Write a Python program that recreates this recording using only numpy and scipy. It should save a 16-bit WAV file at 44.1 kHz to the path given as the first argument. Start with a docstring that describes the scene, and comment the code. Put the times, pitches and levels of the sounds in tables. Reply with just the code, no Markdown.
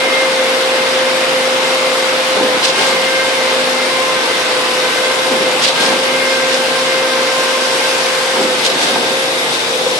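"""An open building site: a diesel concrete pump, heard from a distance by a slowly turning microphone.
Its hydraulic pumps whine over the roar of engine and fan; the pitch sags and recovers with the load.
Every three seconds the valve swings over: a dull thud, ringing clacks and two gritty spurts of hiss,
then a second thud as the next stroke takes hold. Gravel ticks in the pipe; walls echo the impacts."""
import sys
import numpy as np
from scipy import signal
from scipy.io import wavfile

SR = 44100
rng = np.random.default_rng(int(sys.argv[2]) if len(sys.argv) > 2 else 0)


def generate_wav(sig):
    """Save sig (samples, or channels by samples) to the path in sys.argv[1] as 16-bit PCM at SR."""
    pcm = np.round(np.clip(np.atleast_2d(sig).T, -1, 1) * 32767).astype(np.int16)
    wavfile.write(sys.argv[1], SR, pcm)


N = 440559

FIRING_RATIO = .241   # engine firings per piston cycle of the main pump
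# valve swings: (time [s], flare of the whine's 4th harmonic [dB])
SWINGS = [(-.41, 5), (2.636, 4), (5.647, 8), (8.648, 5)]
# microphone turn: (time [s], mids left minus right [dB], same for treble [dB], narrow hiss level [dB])
MIC_TURN = [(0, -0.5, -2, -31.5), (3.5, -1, -2, -29.5), (6, -1, -2, -29.5), (8, -0.5, -3, -33),
            (9.2, -2, 1.5, -25.5), (9.99, 3, -2.5, -26.5)]
# widening as it turns away: (time [s], side over mid gain of the roar's mids [dB], of the oil line [dB])
WIDTH = [(0, 0, 2), (8.3, 0, 0), (8.9, 2, 8), (9.25, 1.5, 14), (9.6, 2, 12), (9.99, 3, 4)]


def from_db(db):
    """Decibels to gain."""
    return 10 ** (np.asarray(db) / 20)


def rms_one(x):
    """Scale to rms 1."""
    return x / np.sqrt(np.mean(x ** 2) + 1e-20)


def in_time(rows):
    """Each column of a curve at every sample."""
    times_s, *columns = np.transpose(rows)
    return [np.interp(np.arange(N) / SR, times_s, column) for column in columns]


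def at_hz(points, hz):
    """Read a spectrum on a log-frequency axis."""
    points_hz, values = np.transpose(points)
    return np.interp(np.log(hz), np.log(points_hz), values)


def each_swing(shape):
    """One curve repeated around every valve swing."""
    after_s, values = np.transpose(shape)
    return sum(np.interp(np.arange(N) / SR - s, after_s, values, left=0, right=0) for s, _ in SWINGS)


def drift(rate_hz):
    """Smooth random wander, rms about 1."""
    pole = np.exp(-80 * np.pi * rate_hz / SR)
    white = rng.standard_normal(N // 40 + 2002)   # one value per 40 samples
    slow = signal.lfilter([1], [1, -2 * pole, pole * pole], white)[2000:]
    return np.interp(np.arange(N) / 40, np.arange(len(slow)), rms_one(slow))


def pan(db):
    """Left and right gains for a level difference."""
    return from_db(db * np.array([[.5], [-.5]]))


def widen(x, db):
    """Shift weight from mid to side."""
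    mid = from_db(-db / 2) * (x[0] + x[1]) / 2
    side = from_db(db / 2) * (x[0] - x[1]) / 2
    return np.array([mid + side, mid - side]) / np.sqrt((from_db(db) + from_db(-db)) / 2)


def narrow_noise(centre_hz, width_hz, order):
    """One band of stereo noise, rms 1."""
    edges_hz = [centre_hz - width_hz / 2, centre_hz + width_hz / 2]
    bandpass = signal.butter(order, edges_hz, "band", fs=SR, output="sos")
    return rms_one(signal.sosfilt(bandpass, rng.standard_normal((2, N))))


def noise_bands(spectrum, white):
    """Yield (Hz, stereo band) of noise shaped to a spectrum; the ears differ more in the treble."""
    # likeness of the ears: (frequency [Hz], correlation [-1..1])
    likeness = [(60, -0.51), (160, 1), (400, 0.75), (750, 0.66), (1300, 0.22), (1900, -0.071), (2550, 0.3),
                (3700, -0.17), (5300, 0.29), (9000, 0.042)]
    # balance: (frequency [Hz], left minus right [dB])
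    balance = [(400, 0), (1500, 2), (3000, 1.5), (4400, 4), (5800, 3), (8000, 6.5), (11000, 11),
               (12500, 30)]
    edges_hz = np.geomspace(330, 14800, 35) - 300
    centres_hz = np.sqrt(edges_hz[1:] * edges_hz[:-1])
    inside = (edges_hz[1:] > spectrum[0][0]) & (edges_hz[:-1] < spectrum[-1][0])
    gains = from_db(at_hz(spectrum, centres_hz)) * inside
    gains /= np.sqrt(np.sum(gains ** 2 * np.diff(edges_hz)) * 2 / SR)   # band powers sum to 1
    for k in np.flatnonzero(inside):
        hz = centres_hz[k]
        bandpass = signal.butter(2, edges_hz[k:k + 2], "band", fs=SR, output="sos")
        mid, side = signal.sosfilt(bandpass, white[k % 2])   # neighbours get unrelated noise
        alike = at_hz(likeness, hz)
        mid *= np.sqrt((1 + alike) / 2)
        side *= np.sqrt((1 - alike) / 2)
        yield hz, gains[k] * rms_one(pan(at_hz(balance, hz))) * np.array([mid + side, mid - side])


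def bursts(events, colour, grit_db):
    """Coloured noise that swells to each event and dies away; grit makes it rattle."""
    grit = rms_one(from_db(grit_db * drift(170)))[:3 * SR]
    white = rng.standard_normal((2, 2, 3 * SR)) * grit
    noise = sum(band for _, band in noise_bands(colour, white))
    age_s = np.arange(SR) / SR - .5
    out = np.zeros((2, N + SR))
    for s, db, rise_s, decay_s in events:
        start, pick = int(s * SR), rng.integers(2 * SR)
        swell = np.exp(-(age_s / np.where(age_s < 0, rise_s, decay_s)) ** 2)
        out[:, start:start + SR] += from_db(db) * swell * noise[:, pick:pick + SR]
    return out[:, SR // 2:SR // 2 + N]   # each swell peaks half a second in


def struck(hits, modes, contact_s, ear_spread_cycles):
    """Each hit rings a body's modes, slightly retuned, at a different phase in each ear."""
    age_s = np.arange(SR // 3) / SR
    attack = 1 - np.exp(-age_s / contact_s)
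    out = np.zeros((2, N + SR))
    for s, db in hits:
        ring = 0
        for hz, mode_db, t60_s in modes:
            cycles = hz * (1 + .015 * rng.normal()) * age_s + rng.random()
            ear_cycles = cycles + ear_spread_cycles * rng.normal(size=(2, 1))
            ring = ring + from_db(mode_db - 60 * age_s / t60_s) * np.sin(2 * np.pi * ear_cycles)
        start = int(s * SR)
        out[:, start:start + len(age_s)] += from_db(db) * attack * ring
    return out[:, :N]


def tone(cycles, scatter, flutter_hz):
    """Direct tone plus a scattered share that flutters differently at each ear; rms 1."""
    scattered = np.array([drift(flutter_hz) + 1j * drift(flutter_hz) for ear in range(2)])
    direct = np.exp(2j * np.pi * (cycles + rng.random()))
    return rms_one(np.real((1 + scatter * scattered) * direct))


def with_echoes(x):
    """Pit walls and buildings each add a dull echo with the sides swapped."""
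    # echoes: (delay [s], gain [dB])
    walls = [(0.03, -16), (.074, -11), (.128, -8.5)]
    dull = signal.sosfilt(signal.butter(1, 3000, fs=SR, output="sos"), x[::-1] + 1e-18)
    return x + sum(from_db(db) * np.pad(dull, ((0, 0), (int(s * SR), 0)))[:, :N] for s, db in walls)


def narrow_hiss():
    """A band of hiss stands out as the microphone tilts towards the ground."""
    return from_db(in_time(MIC_TURN)[-1]) * narrow_noise(centre_hz=3660, width_hz=420, order=2)


def oil_line():
    """Turbulent oil keeps one narrow resonance ringing; it flares and fades."""
    # resonance: (time [s], level [dB])
    level = [(0, -36), (.9, -35.5), (1.7, -37), (2.5, -41), (3.3, -38), (3.47, -33), (3.66, -43), (4, -32),
             (4.2, -41), (4.42, -34), (4.65, -42), (5.27, -34), (5.8, -39), (6.4, -38), (7.5, -41),
             (8.6, -39), (9.2, -29), (9.5, -32), (9.65, -42), (9.99, -39)]
    level_db = in_time(level)[0] + 2.5 * drift(5)
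    ring = narrow_noise(centre_hz=2112, width_hz=24, order=1)
    return from_db(level_db) * widen(ring, in_time(WIDTH)[1])


def engine_hum(piston_cycles):
    """Exhaust hum at twice the firing rate; engine orders and small pumps keep step with the shaft."""
    # exhaust hum: (time [s], level [dB])
    hum = [(0, -33), (1.9, -35), (2.9, -39.5), (3.66, -33.5), (4.84, -40.5), (5.8, -34.5), (6.42, -33.5),
           (8.2, -38.5), (9.99, -39)]
    # engine orders and auxiliary pumps: (multiple of piston rate [-], level [dB])
    geared = [(.242, -55), (.294, -46), (.667, -40), (.725, -39), (.892, -30), (.931, -38), (.966, -35),
              (1.192, -38), (1.425, -41), (1.696, -36)]
    exhaust = tone(2 * FIRING_RATIO * piston_cycles, scatter=.27, flutter_hz=3.5)
    orders = sum(from_db(db) * tone(ratio * piston_cycles, scatter=.43, flutter_hz=3.8)
                 for ratio, db in geared)
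    return from_db(in_time(hum)[0]) * exhaust + orders


def roar(piston_cycles, body_gain_db=7, hiss_gain_db=11, patchy_db=.95, clatter_db=.65):
    """Fan and combustion noise; its treble pulses with the firings and rattles unevenly."""
    # spectrum: (frequency [Hz], relative density [dB])
    colour = [(35, -43), (65, -43), (105, -19), (170, -11.5), (320, -1.5), (560, 0), (850, -0.4),
              (1600, -1.77), (3000, -1.94), (5200, -5), (6600, -12), (8200, -11), (11200, -16.5),
              (13500, -39)]
    # relative levels: (time [s], body [dB], hiss [dB])
    levels = [(0, -21, -29), (2.2, -21, -28), (4.2, -21.5, -28), (5.1, -21, -27), (7.1, -22, -28),
              (7.8, -21.5, -25), (8.4, -22, -26.5), (9.2, -23, -28.5), (9.99, -24.5, -27)]
    # dip after the spurts, surge as the shaft races: (time from swing [s], gain [dB])
    surge = [(-.35, 0), (-.12, -0.5), (0, 0.5), (.06, -1), (.088, -1.5), (.125, 0.5), (.18, 1.9),
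             (.38, -0.8)]
    # bass and deep rumble: (time [s], gain [dB])
    bass_gain = [(0, -2), (2.3, -2.5), (3, -1.5), (6, -1), (6.7, -2), (8.1, -3.5), (8.7, -0.5), (9.99, -1)]
    rumble_gain = [(0, -2), (1.5, -2.5), (3.2, 3), (3.9, -2), (4.3, 3), (4.8, -2), (5.4, 1), (7, -3),
                   (8, -1), (8.8, 5), (9.99, 4)]
    body_db, hiss_db = in_time(levels) + each_swing(surge)
    hiss_db += .07 * drift(6.6)
    mid_pan_db, treble_pan_db, _ = in_time(MIC_TURN)
    rumble_db, width_db = in_time(rumble_gain)[0], in_time(WIDTH)[0]
    firing = 1 + .058 * np.cos(2 * np.pi * FIRING_RATIO * piston_cycles)
    clatter = from_db(clatter_db * drift(94)) * firing
    body = from_db(body_db + body_gain_db) * pan(mid_pan_db)
    hiss = from_db(hiss_db + hiss_gain_db) * pan(treble_pan_db) * clatter
    bass = body.mean() * from_db(in_time(bass_gain)[0])   # bends round obstacles, keeps its own level
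    out = 0
    for hz, band in noise_bands(colour, rng.standard_normal((2, 2, N))):
        if 1000 < hz < 3000:
            band = widen(band, width_db)
        if hz > 2000:
            gain = body + np.interp(hz, [2000, 5500], [0, 1]) * (hiss - body)
        else:
            gain = bass + np.interp(hz, [200, 900], [0, 1]) * (body - bass)
        waver_db = patchy_db * drift(8.9) + rumble_db * np.interp(hz, [110, 220], [1, 0])
        out = out + band * gain * from_db(waver_db)
    return out


def gravel(rise_s=.00049, decay_s=.002, faint_count=9):
    """Stones tap the pipe wall with short, bright ticks; faint ones fall at random."""
    # sharpest ticks: (time [s], level [dB])
    sharp = [(3.352, -16.5), (6.113, -19.5)]
    # spectrum: (frequency [Hz], relative density [dB])
    colour = [(2000, -12), (4500, 10), (9000, -9), (12000, -4), (14000, -26)]
    faint = [(rng.random() * N / SR, rng.normal(-22, 2)) for _ in range(faint_count)]
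    return bursts([(s, db, rise_s, decay_s) for s, db in sharp + faint], colour, grit_db=-5)


def pipe_knocks():
    """Knocks ring the steel pipe wall; coarse concrete rattles as the flow is checked."""
    # knocks: (time [s], level [dB])
    knocks = [(2.355, -22), (2.902, -18), (5.018, -25), (5.702, -18.5), (5.923, -20), (8.353, -16),
              (8.722, -19), (8.957, -13.5)]
    # pipe wall: (frequency [Hz], gain [dB], t60 [s])
    modes = [(440, -4, .12), (640, -2, .09), (740, -3, .1), (883, 1, 0.092), (985, -4, .07),
             (1210, -7, .06), (1470, -13, .05), (2210, -9, .04)]
    # rattles: (time [s], level [dB], rise [s], decay [s])
    rattles = [(2.385, -20, .045, .035), (5.33, -24, .02, .035), (8.36, -18.5, .008, .03),
               (8.41, -20.5, .025, .03)]
    # rattle spectrum: (frequency [Hz], relative density [dB])
    colour = [(200, -12), (400, 1), (800, 0), (1300, -5), (2200, -11), (5000, -28)]
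    ring = struck(knocks, modes, contact_s=.001, ear_spread_cycles=.08)
    return ring + bursts(rattles, colour, grit_db=2.5)


def piston_thuds():
    """The piston thuds as it stops and takes hold again; hard hits make the pipe boom."""
    # hard hits: (time [s], level [dB])
    hits = [(2.404, -17.5), (2.434, -18), (2.785, -26), (5.418, -26), (5.84, -24.5), (5.89, -21),
            (5.917, -22.5), (8.4, -15), (8.44, -24)]
    # pipe boom: (frequency [Hz], gain [dB], t60 [s])
    modes = [(228, -1, .17), (275, -2, .15), (330, 0, .15), (400, 1, .14), (450, -4, .1), (655, -6, .08),
             (835, -6, .06)]
    # thuds: (time [s], level [dB], rise [s], decay [s])
    thuds = [(2.375, -20, .02, .03), (2.428, -19, 0.021, 0.043), (2.56, -27, .03, .04),
             (2.8, -19.5, 0.02, 0.036), (2.91, -24, .04, 0.064), (5.33, -19, 0.027, 0.054),
             (5.42, -19, .028, 0.028), (5.49, -27, .03, 0.057), (5.83, -20.5, 0.049, 0.046),
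             (5.91, -21, 0.035, 0.08), (8.41, -18.5, 0.043, 0.055), (8.74, -21, .025, 0.044),
             (8.84, -21.5, 0.02, 0.036), (8.97, -20.5, 0.057, 0.082)]
    # thud spectrum: (frequency [Hz], relative density [dB])
    colour = [(100, -27), (150, -14), (220, -0.5), (320, 1.5), (600, -3), (1200, -10.5), (2500, -15),
              (6000, -40)]
    booms = struck(hits, modes, contact_s=.003, ear_spread_cycles=.032)
    return booms + bursts(thuds, colour, grit_db=-1)


def valve():
    """The valve lands and rebounds: each contact cracks and rings the housing; hiss spurts out."""
    # contacts: (time [s], level [dB])
    clacks = [(2.627, -18), (2.652, -23), (2.697, -19.5), (5.629, -23), (5.645, -16), (5.68, -22),
              (5.699, -22), (8.637, -21.5), (8.699, -21), (8.716, -21)]
    # contact noise: (level re clack [dB], rise [s], decay [s])
    crack = (-3, .0015, .008)
    # housing: (frequency [Hz], gain [dB], t60 [s])
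    modes = [(2130, -5, .09), (2500, -4.5, .1), (2670, 0, 0.097), (3000, 0, 0.091), (3300, 0, .08),
             (3700, 2, .07), (4070, 0, .09), (4710, -1, .08), (5500, 0, .05)]
    # spurts: (time [s], level [dB], rise [s], decay [s])
    spurts = [(2.651, -12, 0.018, 0.023), (2.686, -14.5, 0.01, .018), (2.835, -18.5, 0.055, .09),
              (3.53, -26, 0.048, .043), (5.655, -12.5, 0.037, 0.016), (5.678, -12.5, 0.0076, 0.026),
              (5.835, -17.5, 0.054, 0.084), (6.53, -19.5, .043, 0.057), (8.66, -13, 0.022, 0.026),
              (8.84, -19, 0.043, .09), (9.53, -22, .043, .043)]
    # spectra: (frequency [Hz], relative density [dB])
    crack_colour = [(2000, -5), (4500, -2), (8000, -8), (11500, -22)]
    spurt_colour = [(1500, -16), (2150, -6), (2700, 7.5), (4400, 10.5), (6500, 1), (9000, -2), (11500, -17),
                    (13500, -34)]
    crack_db, rise_s, decay_s = crack
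    contacts = [(s + rise_s, db + crack_db, rise_s, decay_s) for s, db in clacks]
    cracks = bursts(contacts, crack_colour, grit_db=6)
    ring = struck(clacks, modes, contact_s=.0008, ear_spread_cycles=.16)
    hiss = bursts(spurts, spurt_colour, grit_db=2.5)
    return (cracks + ring + hiss) * pan(db=-4)


def pump_whine(piston_cycles, piston_hz, free_hz=524, left_lag_rad=.22, overtone_gain_db=3.5):
    """Piston ripple of the main pump: a firm fundamental and overtones that the site scatters."""
    # fundamental: (time [s], level [dB])
    fundamental = [(0, -21), (.3, -17), (.55, -17.5), (1.1, -18), (2.2, -19), (3.25, -19.5), (3.38, -21.5),
                   (3.55, -20), (4.3, -22.5), (4.6, -21.5), (4.85, -23), (5.3, -20), (6.3, -20), (7, -19),
                   (8.1, -22.5), (8.5, -21.5), (8.9, -24.5), (9.25, -21), (9.52, -31), (9.61, -36),
                   (9.72, -22.5), (9.87, -18.5), (9.99, -27)]
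    # two dropouts as the oil is switched over: (time from swing [s], gain [dB])
    unloading = [(-.3, 0.5), (-.07, 0.5), (0, -10.5), (.055, 2.5), (.115, -12.5), (.27, 2)]
    # harmonics 2-4: (time [s], relative level [dB])
    second = [(0, -39), (1.55, -39), (1.85, -33), (2.25, -38), (2.55, -30.5), (3.15, -38), (3.75, -37),
              (3.92, -29.5), (4.25, -31), (4.43, -42), (4.6, -29.5), (4.85, -35), (5.06, -28.5), (5.7, -39),
              (6.4, -38), (6.8, -34), (7.45, -31.5), (8.2, -34.5), (8.8, -42), (9.99, -38)]
    third = [(0, -32), (.6, -39), (1.8, -41), (2.65, -41), (2.82, -27), (3, -33), (3.25, -29), (3.55, -40),
             (4.05, -38), (4.18, -31), (4.38, -31.5), (4.7, -40), (4.9, -31.5), (5.12, -31), (5.25, -38),
             (5.68, -43), (5.8, -27), (6.05, -33), (6.3, -30.5), (7.1, -33.5), (7.8, -30.5), (8.4, -34),
             (9.2, -34), (9.5, -41.5), (9.99, -43)]
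    fourth = [(0, -30), (.8, -33), (2.6, -36), (3.02, -26), (3.4, -32), (3.64, -35), (3.85, -27),
              (4.65, -40), (5.03, -30), (5.7, -37), (6.3, -30), (6.65, -37), (6.92, -30.5), (7.2, -36),
              (8, -37), (9.99, -42)]
    # harmonics 2-4 at the ears: (left minus right [dB], left lead [rad])
    ears = [(0, -.3), (1, -.3), (-1, -1.1)]
    left_cycles_per_rad = np.array([[1], [0]]) / (2 * np.pi)
    throb_db = .9 + .16 * np.maximum(free_hz - piston_hz, 0)   # deeper as the load slows the shaft
    whine_db = in_time(fundamental)[0] + each_swing(unloading) + throb_db * drift(31)
    ear_cycles = piston_cycles - left_lag_rad * left_cycles_per_rad
    out = from_db(whine_db) * tone(ear_cycles, scatter=.062, flutter_hz=3.6)
    # the 4th harmonic flares about half a second after each swing, as the shaft races
    flare_db = sum(db * np.exp(-((np.arange(N) / SR - s - .57) / .125) ** 2) for s, db in SWINGS)
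    levels_db = in_time(second)[0], in_time(third)[0], in_time(fourth)[0] + flare_db
    for multiple, level_db, (pan_db, lead_rad) in zip((2, 3, 4), levels_db, ears):
        ear_cycles = multiple * piston_cycles + lead_rad * left_cycles_per_rad
        overtone = tone(ear_cycles, scatter=.48, flutter_hz=22)
        fade_db = drift(7)
        out += from_db(level_db + overtone_gain_db + fade_db) * pan(pan_db) * overtone
    return out


def scene():
    """One shaft paces whine, hum and firing pulses; impacts and spurts echo round the site."""
    # shaft speed, lower in stiff concrete: (time [s], main pump piston rate [Hz])
    shaft = [(0, 521.9), (2.3, 521.7), (3.5, 521.4), (4.1, 520.7), (4.55, 510.6), (4.85, 511), (5.1, 518.3),
             (5.4, 523.2), (8.3, 523.4), (9.4, 524.6), (9.75, 515), (9.99, 511)]
    # dragged down at stroke end, races when freed, settles: (time from swing [s], rate change [Hz])
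    governor = [(-.23, 0), (-.13, -12), (-.04, -8), (.02, 1), (.15, 10.5), (.35, 1), (.56, 5.5), (.82, 0)]
    piston_hz = in_time(shaft)[0] + each_swing(governor) + .35 * drift(6.5)
    piston_cycles = np.cumsum(piston_hz) / SR
    machine = pump_whine(piston_cycles, piston_hz) + engine_hum(piston_cycles) + roar(piston_cycles)
    steady = machine + oil_line() + narrow_hiss()
    return steady + with_echoes(valve() + piston_thuds() + pipe_knocks() + gravel())


def record(dry, cutoff_hz=14500):
    """Clip at full scale, then low-pass steeply."""
    lowpass = signal.ellip(10, .1, 90, cutoff_hz, fs=SR, output="sos")
    return signal.sosfilt(lowpass, np.clip(dry, -1, 1))


dry = scene()
out = record(dry)
generate_wav(out)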